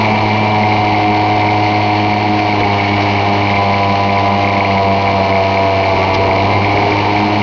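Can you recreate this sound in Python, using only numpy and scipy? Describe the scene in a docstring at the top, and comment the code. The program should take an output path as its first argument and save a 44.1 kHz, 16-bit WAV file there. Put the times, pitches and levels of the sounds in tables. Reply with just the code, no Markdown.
"""Outdoors, close to a log splitter whose screw cone is turned by a small one-cylinder petrol engine.
The engine drones at about 100 firings a second, each one ringing the silencer and puffing out gas.
The running gear hisses, panels whine, and loose steel on the drive chatters and clinks.
The engine sags as the cone bores in. The log gives way with a crack and tearing fibres,
and the engine picks up again. A fast limiter holds the peaks down."""
import sys
import numpy as np
from scipy import signal
from scipy.fft import rfft, irfft, next_fast_len
from scipy.io import wavfile
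from scipy.ndimage import uniform_filter1d, minimum_filter1d, map_coordinates

SR = 44100
rng = np.random.default_rng(int(sys.argv[2]) if len(sys.argv) > 2 else 0)


def bounce(signal):
    """Save signal as a 16-bit WAV file at the path given by the first command-line argument."""
    frames = np.transpose(np.atleast_2d(signal))
    limited = np.clip(frames, -1, 1)
    pcm = np.round(limited * 32767).astype(np.int16)
    wavfile.write(sys.argv[1], SR, pcm)


N = 327525
TIME = np.arange(N) / SR


def amp(db):
    """Turn decibels into a number to multiply by."""
    return 10 ** (np.asarray(db) / 20)


def unit(x):
    """Scale a sound to an average (rms) level of 1."""
    return x / np.sqrt(np.mean(x ** 2) + 1e-20)


def curves(rows):
    """Join a table's points with lines: one curve for each column after the time."""
    times, *columns = np.transpose(rows)
    return [np.interp(TIME, times, column) for column in columns]


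def wobble(rate):
    """A smooth curve through `rate` random points a second."""
    points = rng.standard_normal(int(N * rate / SR) + 4)
    return map_coordinates(points, [TIME * rate])


def filtered(x, response):
    """Turn each frequency of a sound up or down by response(frequency)."""
    size = next_fast_len(N + SR // 2)
    return irfft(rfft(x, size) * response(np.fft.rfftfreq(size, 1 / SR)), size)[:N]


def coloured(x, spectrum):
    """Shape a sound's lows and highs by a table, then scale it to level 1."""
    hz, db = np.transpose(spectrum)
    return unit(filtered(x, lambda f: amp(np.interp(np.log(f + 1), np.log(hz), db))))


def resonate(x, modes):
    """Pass a sound through an object that rings at the listed pitches."""
    return filtered(x, lambda f: sum(
        (-1) ** k * amp(db) * 1j * f * width / (hz * hz - f * f + 1j * f * width)
        for k, (hz, width, db) in enumerate(modes)))


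def near(hz, centre_hz, width_hz):
    """1 at the centre pitch, falling away on both sides."""
    return 1 / (1 + (2 * (hz - centre_hz) / width_hz) ** 4)


def once_a_turn(turns, scatter_db, jitter_s):
    """One click for each turn of the engine, uneven in size and timing."""
    on_time = np.interp(np.arange(1, int(turns[-1])), turns, np.arange(N))
    size, late = rng.standard_normal((len(on_time), 2)).T
    samples = np.clip(np.round(on_time + jitter_s * SR * late), 0, N - 1).astype(int)
    return np.bincount(samples, amp(scatter_db * size), N)


# The engine slows in steps as the cone bites, then recovers: (time [s], firing rate [Hz])
ENGINE_SPEED = [(0.0, 107.4), (0.31, 105.4), (0.37, 106.3), (0.99, 104.6), (2.5, 104.1), (2.67, 101.2),
                (3.43, 101), (3.56, 99.8), (3.83, 99.17), (4.47, 100), (4.78, 97.34), (5.05, 98.6),
                (5.21, 96.83), (5.73, 96.94), (6.12, 95.1), (6.25, 96.9), (6.27, 95.1), (6.51, 99.73),
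                (6.85, 102.1), (7.43, 103.8)]


def crank():
    """The engine fires once a turn. Give its speed and a running count of its turns."""
    speed, = curves(ENGINE_SPEED)
    return speed, np.cumsum(speed + .15 * wobble(14)) / SR


# The deep exhaust note: (time [s], firing tone's relative level [dB], octave's relative level [dB])
DRONE_LEVELS = [(0, -19.5, -22.5), (.6, -20, -20.5), (1.05, -20.5, -24.5), (1.5, -20.5, -26),
                (2.15, -21.5, -23), (2.45, -23, -25.5), (2.9, -20, -24.5), (3.7, -21.5, -23),
                (4.6, -22.5, -25.5), (5.05, -22, -22.5), (5.7, -23, -30.5), (6.3, -22, -27),
                (6.6, -18.5, -27.5), (6.9, -21.5, -31), (7.25, -21, -22.5)]


def drone(speed, turns):
    """The exhaust hums three clean tones, at one, two and three times the firing rate."""
    firing_db, octave_db = curves(DRONE_LEVELS)
    # The octave throbs about five times a second with a slow shaft, probably the cone's.
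    since_throb = turns - np.interp(0.17, TIME, turns)
    throb_db = 2 * np.cos(2 * np.pi * .049 * since_throb)
    # The third tone swells as it passes the pitch at which the pipe rings.
    pipe_db = 10 * near(3 * speed, centre_hz=309.3, width_hz=15)
    levels = [firing_db + 1.5 + .9 * wobble(18),
              octave_db + 1 + throb_db + 2.9 * wobble(24),
              -30.3 + pipe_db + 2.2 * wobble(16)]
    return np.sqrt(2) * sum(amp(db) * np.cos(2 * np.pi * k * turns) for k, db in enumerate(levels, 1))


# Where the silencer and housing ring: (pitch [Hz], width [Hz], relative level [dB])
SILENCER_RINGS = [(383.4, 5.5, -30), (418, 28, -27), (488.6, 16.4, -23), (597.5, 19, -26),
                  (631.5, 16, -24.5), (678.1, 22.3, -15.5), (734, 14.4, -14.5), (804.3, 30.6, -20.5),
                  (868, 13, -25.5), (914.6, 33, -24), (983, 33.4, -22.5), (1071, 23, -30), (1203, 70, -34),
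                  (1324, 11, -49), (1455, 150, -44), (1630, 36, -51.5)]
# The tone of the rushing gas: (frequency [Hz], relative level [dB])
GAS_TONE = [(20, -18.5), (70, -14), (150, -7.5), (260, -8.5), (350, -3), (460, -7.5), (570, -5.5), (690, 1),
            (780, 1), (860, 1), (970, 0.5), (1120, -9), (1350, -19.5), (2500, -68)]
# How strong the exhaust is: (time [s], ring's relative level [dB], gas's relative level [dB])
EXHAUST_LEVELS = [(0, -16.5, -15.5), (.5, -15.5, -17), (1.4, -15, -17.5), (2.4, -15.5, -19.5),
                  (2.9, -16, -18), (3.5, -16, -18.5), (4, -14, -22), (4.5, -17, -18.5), (4.9, -14, -19.5),
                  (5.2, -14.5, -18), (5.7, -14.5, -20), (6.1, -13.5, -16.5), (6.8, -17, -17),
                  (7.43, -16.5, -17)]


def exhaust(turns):
    """Every firing rings the silencer and lets out a puff of swirling gas."""
    ring_db, gas_db = curves(EXHAUST_LEVELS)
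    firings = once_a_turn(turns, scatter_db=1.5, jitter_s=.00002)
    ring = unit(resonate(firings, SILENCER_RINGS)) * amp(ring_db - 0.6 + 1.48 * wobble(8))
    gas = coloured(puffs(turns, depth=0.41), GAS_TONE) * amp(gas_db + 0.74 + 0.51 * wobble(11))
    return ring + gas


def puffs(turns, depth):
    """Noise that swells once a turn."""
    return rng.standard_normal(N) * np.exp(depth * np.cos(2 * np.pi * turns))


# Where the loose steel rings: (pitch [Hz], width [Hz], relative level [dB])
STEEL_RINGS = [(2096, 41, 0.5), (2252, 108, 0), (2328, 86, 3), (2684, 110, -14.5), (2720, 63, -14.5),
               (2940, 180, -26.5), (3200, 50, -15), (4146, 110, -18.5), (4430, 43, -26)]
# The drive's noise: (time [s], chatter's relative level [dB], whirr's relative level [dB])
DRIVE_LEVELS = [(0.0, -25, -29), (0.04, -18, -30), (0.29, -21.5, -30.5), (2.29, -24, -31),
                (3.0, -23, -29.5), (4.28, -27.5, -31.5), (4.43, -25, -30), (4.45, -29, -31),
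                (4.67, -22.5, -32), (7.3, -22, -30), (7.34, -23, -30), (7.43, -17, -31)]


def chatter(turns):
    """Loose steel is tapped once a turn, hardest when the slower pulley swings it into contact."""
    chatter_db, _ = curves(DRIVE_LEVELS)
    pulley = np.cos(2 * np.pi * (.31 * turns + .15 * wobble(12)))
    taps = once_a_turn(turns, scatter_db=3.0, jitter_s=.00005) * amp(2 * pulley)
    return unit(resonate(taps, STEEL_RINGS)) * amp(chatter_db - 2.5)


# The tone of the running gear: (frequency [Hz], relative level [dB])
GEAR_TONE = [(700, -2), (1300, -3), (1700, 1), (2100, 5), (2550, 2.5), (2850, 5), (3400, -4.5), (3900, -3),
             (4300, 0), (4800, -6), (5500, -13), (6400, -21.5), (7100, -36.5)]


def whirr(turns, ring_s):
    """The running gear hisses, and its ticks scatter through the frame as a fine buzz."""
    _, whirr_db = curves(DRIVE_LEVELS)
    hiss = coloured(puffs(turns, depth=0.18) * amp(2.1 * wobble(300)), GEAR_TONE)
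    t = TIME[:SR // 10]
    frame_ring = rng.standard_normal(len(t)) * np.exp(-np.log(1000) * t / ring_s)
    ticks = once_a_turn(turns, scatter_db=2.2, jitter_s=.000012)
    buzz = coloured(signal.fftconvolve(ticks, frame_ring)[:N], GEAR_TONE)
    return amp(whirr_db) * (amp(5.5) * hiss + amp(0.5) * buzz)


# Each panel sings around one engine speed:
# (pitch [times the firing rate], firing rate [Hz], width [Hz], relative level [dB])
PANEL_NOTES = [(4, 102, 2, -27), (4, 95.5, 1.8, -29), (8, 101.5, 1.5, -24), (10, 99.3, 2.4, -24),
               (12, 95.5, 1.5, -24.5), (13, 97.3, 1.4, -37), (20, 104.2, 1.5, -36), (21, 99.4, 1.3, -34),
               (22, 101.4, 1.2, -29.5), (22, 106, 0.84, -26.5), (29, 95.5, 2.1, -36.5),
               (42, 104.1, 1.5, -41.5), (43, 97.2, 2, -43)]


def panel_whines(speed, turns):
    """Thin whines come and go as the engine passes the speeds that make its panels ring."""
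    whines = np.zeros(N)
    for multiple, rate_hz, width_hz, db in PANEL_NOTES:
        strength = amp(db - 0.5 + 2.9 * wobble(30)) * near(speed, rate_hz, width_hz)
        whines += strength * np.sin(2 * np.pi * round(multiple) * turns)
    return np.sqrt(2) * whines


# The hardest clinks of the loose steel: (time [s], relative level [dB])
HARD_CLINKS = [(0.6353, -8), (0.7206, -5), (0.9507, -9), (1.4203, -8), (1.4875, -4), (2.1313, -8),
               (2.5253, -9), (2.6329, -4), (2.8, -6), (3.1553, -10), (3.1847, -6), (3.4212, -8),
               (3.471, -7), (3.4999, -8), (3.5399, -4), (3.5703, -3), (3.741, -4), (3.8316, -9),
               (4.0941, -9), (4.1735, -4), (4.4451, -7), (4.4743, -5), (4.505, -9), (4.5361, -12),
               (4.566, -10), (4.6056, -3), (4.6473, -11), (4.78, -12), (5.0761, -7), (5.3243, -11),
               (5.3549, -7), (5.5717, -10), (5.8397, -7), (6.0182, -10), (6.3111, -9.5), (6.3844, -10),
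               (6.6164, -13), (6.7735, -3), (6.9207, -6), (7.1641, -8)]


def clinks(turns, pitch_hz, rise_s, light_chance):
    """Now and then the steel catches: a ring that swells and dies within milliseconds."""
    t = TIME[:SR // 40]
    swell = (t / rise_s * np.exp(1 - t / rise_s)) ** 3
    # Every third turn brings a chance of a light clink.
    chances = np.interp(np.arange(1, int(turns[-1]), 3), turns, TIME)
    light = [(start, -17.5 + 4 * size, luck < light_chance)
             for start, (luck, size) in zip(chances, rng.random((len(chances), 2)))]
    catches = [(start, db, True) for start, db in HARD_CLINKS] + light
    track = np.zeros(N + SR)
    for (start, db, caught), detune in zip(catches, rng.standard_normal(len(catches))):
        ring = swell * np.sin(2 * np.pi * pitch_hz * (1 + .012 * detune) * t)
        track[round(start * SR):][:len(t)] += caught * amp(db + 3) * ring
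    return track[:N]


# The wood cracks and tears: (middle time [s], fade in or out [s], thud level [dB], snap level [dB])
WOOD_CRACKS = [(2.626, 0.038, -18, -49), (3.023, 0.023, -45, -28), (5.174, 0.093, -26, -59),
               (5.954, 0.095, -21.5, -36), (6.148, 0.011, -24, -19), (6.222, 0.15, -18, -55),
               (6.47, 0.16, -24, -48), (6.848, 0.35, -21, -37)]
# The tone of the log's thud: (frequency [Hz], relative level [dB])
THUD_TONE = [(25, -3), (70, 0.5), (170, 0.5), (330, 4), (520, 2.5), (1200, -18.5), (3000, -56)]
# The tone of the snapping fibres: (frequency [Hz], relative level [dB])
SNAP_TONE = [(600, -21.5), (1700, 0.5), (3200, 5.5), (4500, 9.5), (5800, -1), (6600, -14.5), (7300, -26)]


def splitting():
    """Bundles of fibres snap in bursts, and the log answers with a dull thud."""
    thuds, snaps = np.zeros(N), np.zeros(N)
    for middle_s, fade_s, thud_db, snap_db in WOOD_CRACKS:
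        burst = np.exp(-2 * ((TIME - middle_s) / fade_s) ** 2)
        thuds += amp(thud_db) * burst
        snaps += amp(snap_db) * burst
    fibres = rng.standard_normal(N) * amp(3 * wobble(600))
    return thuds * coloured(fibres, THUD_TONE) + snaps * coloured(fibres, SNAP_TONE)


def limiter(x, ceiling, hold_s):
    """Turn the sound down for a moment around every peak above the ceiling."""
    size = int(hold_s * SR)
    needed_gain = ceiling / np.maximum(np.abs(x), ceiling)
    return x * uniform_filter1d(minimum_filter1d(needed_gain, size), size)


def scene():
    """The turning crank sets the beat of the engine and drive; the wood breaks in its own time."""
    speed, turns = crank()
    engine = drone(speed, turns) + exhaust(turns)
    steel = chatter(turns) + clinks(turns, pitch_hz=2235, rise_s=0.0018, light_chance=.25)
    gear = whirr(turns, ring_s=0.12) + panel_whines(speed, turns)
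    return (engine + steel + gear + splitting())[None]


def record(dry):
    """Hold the peaks down and cut away the treble above 7050 Hz."""
    held = limiter(dry[0], ceiling=.6, hold_s=0.0022)
    return filtered(held, lambda hz: 1 / np.sqrt(1 + (hz / 7050) ** 150))[None]


dry = scene()
out = record(dry)
bounce(out)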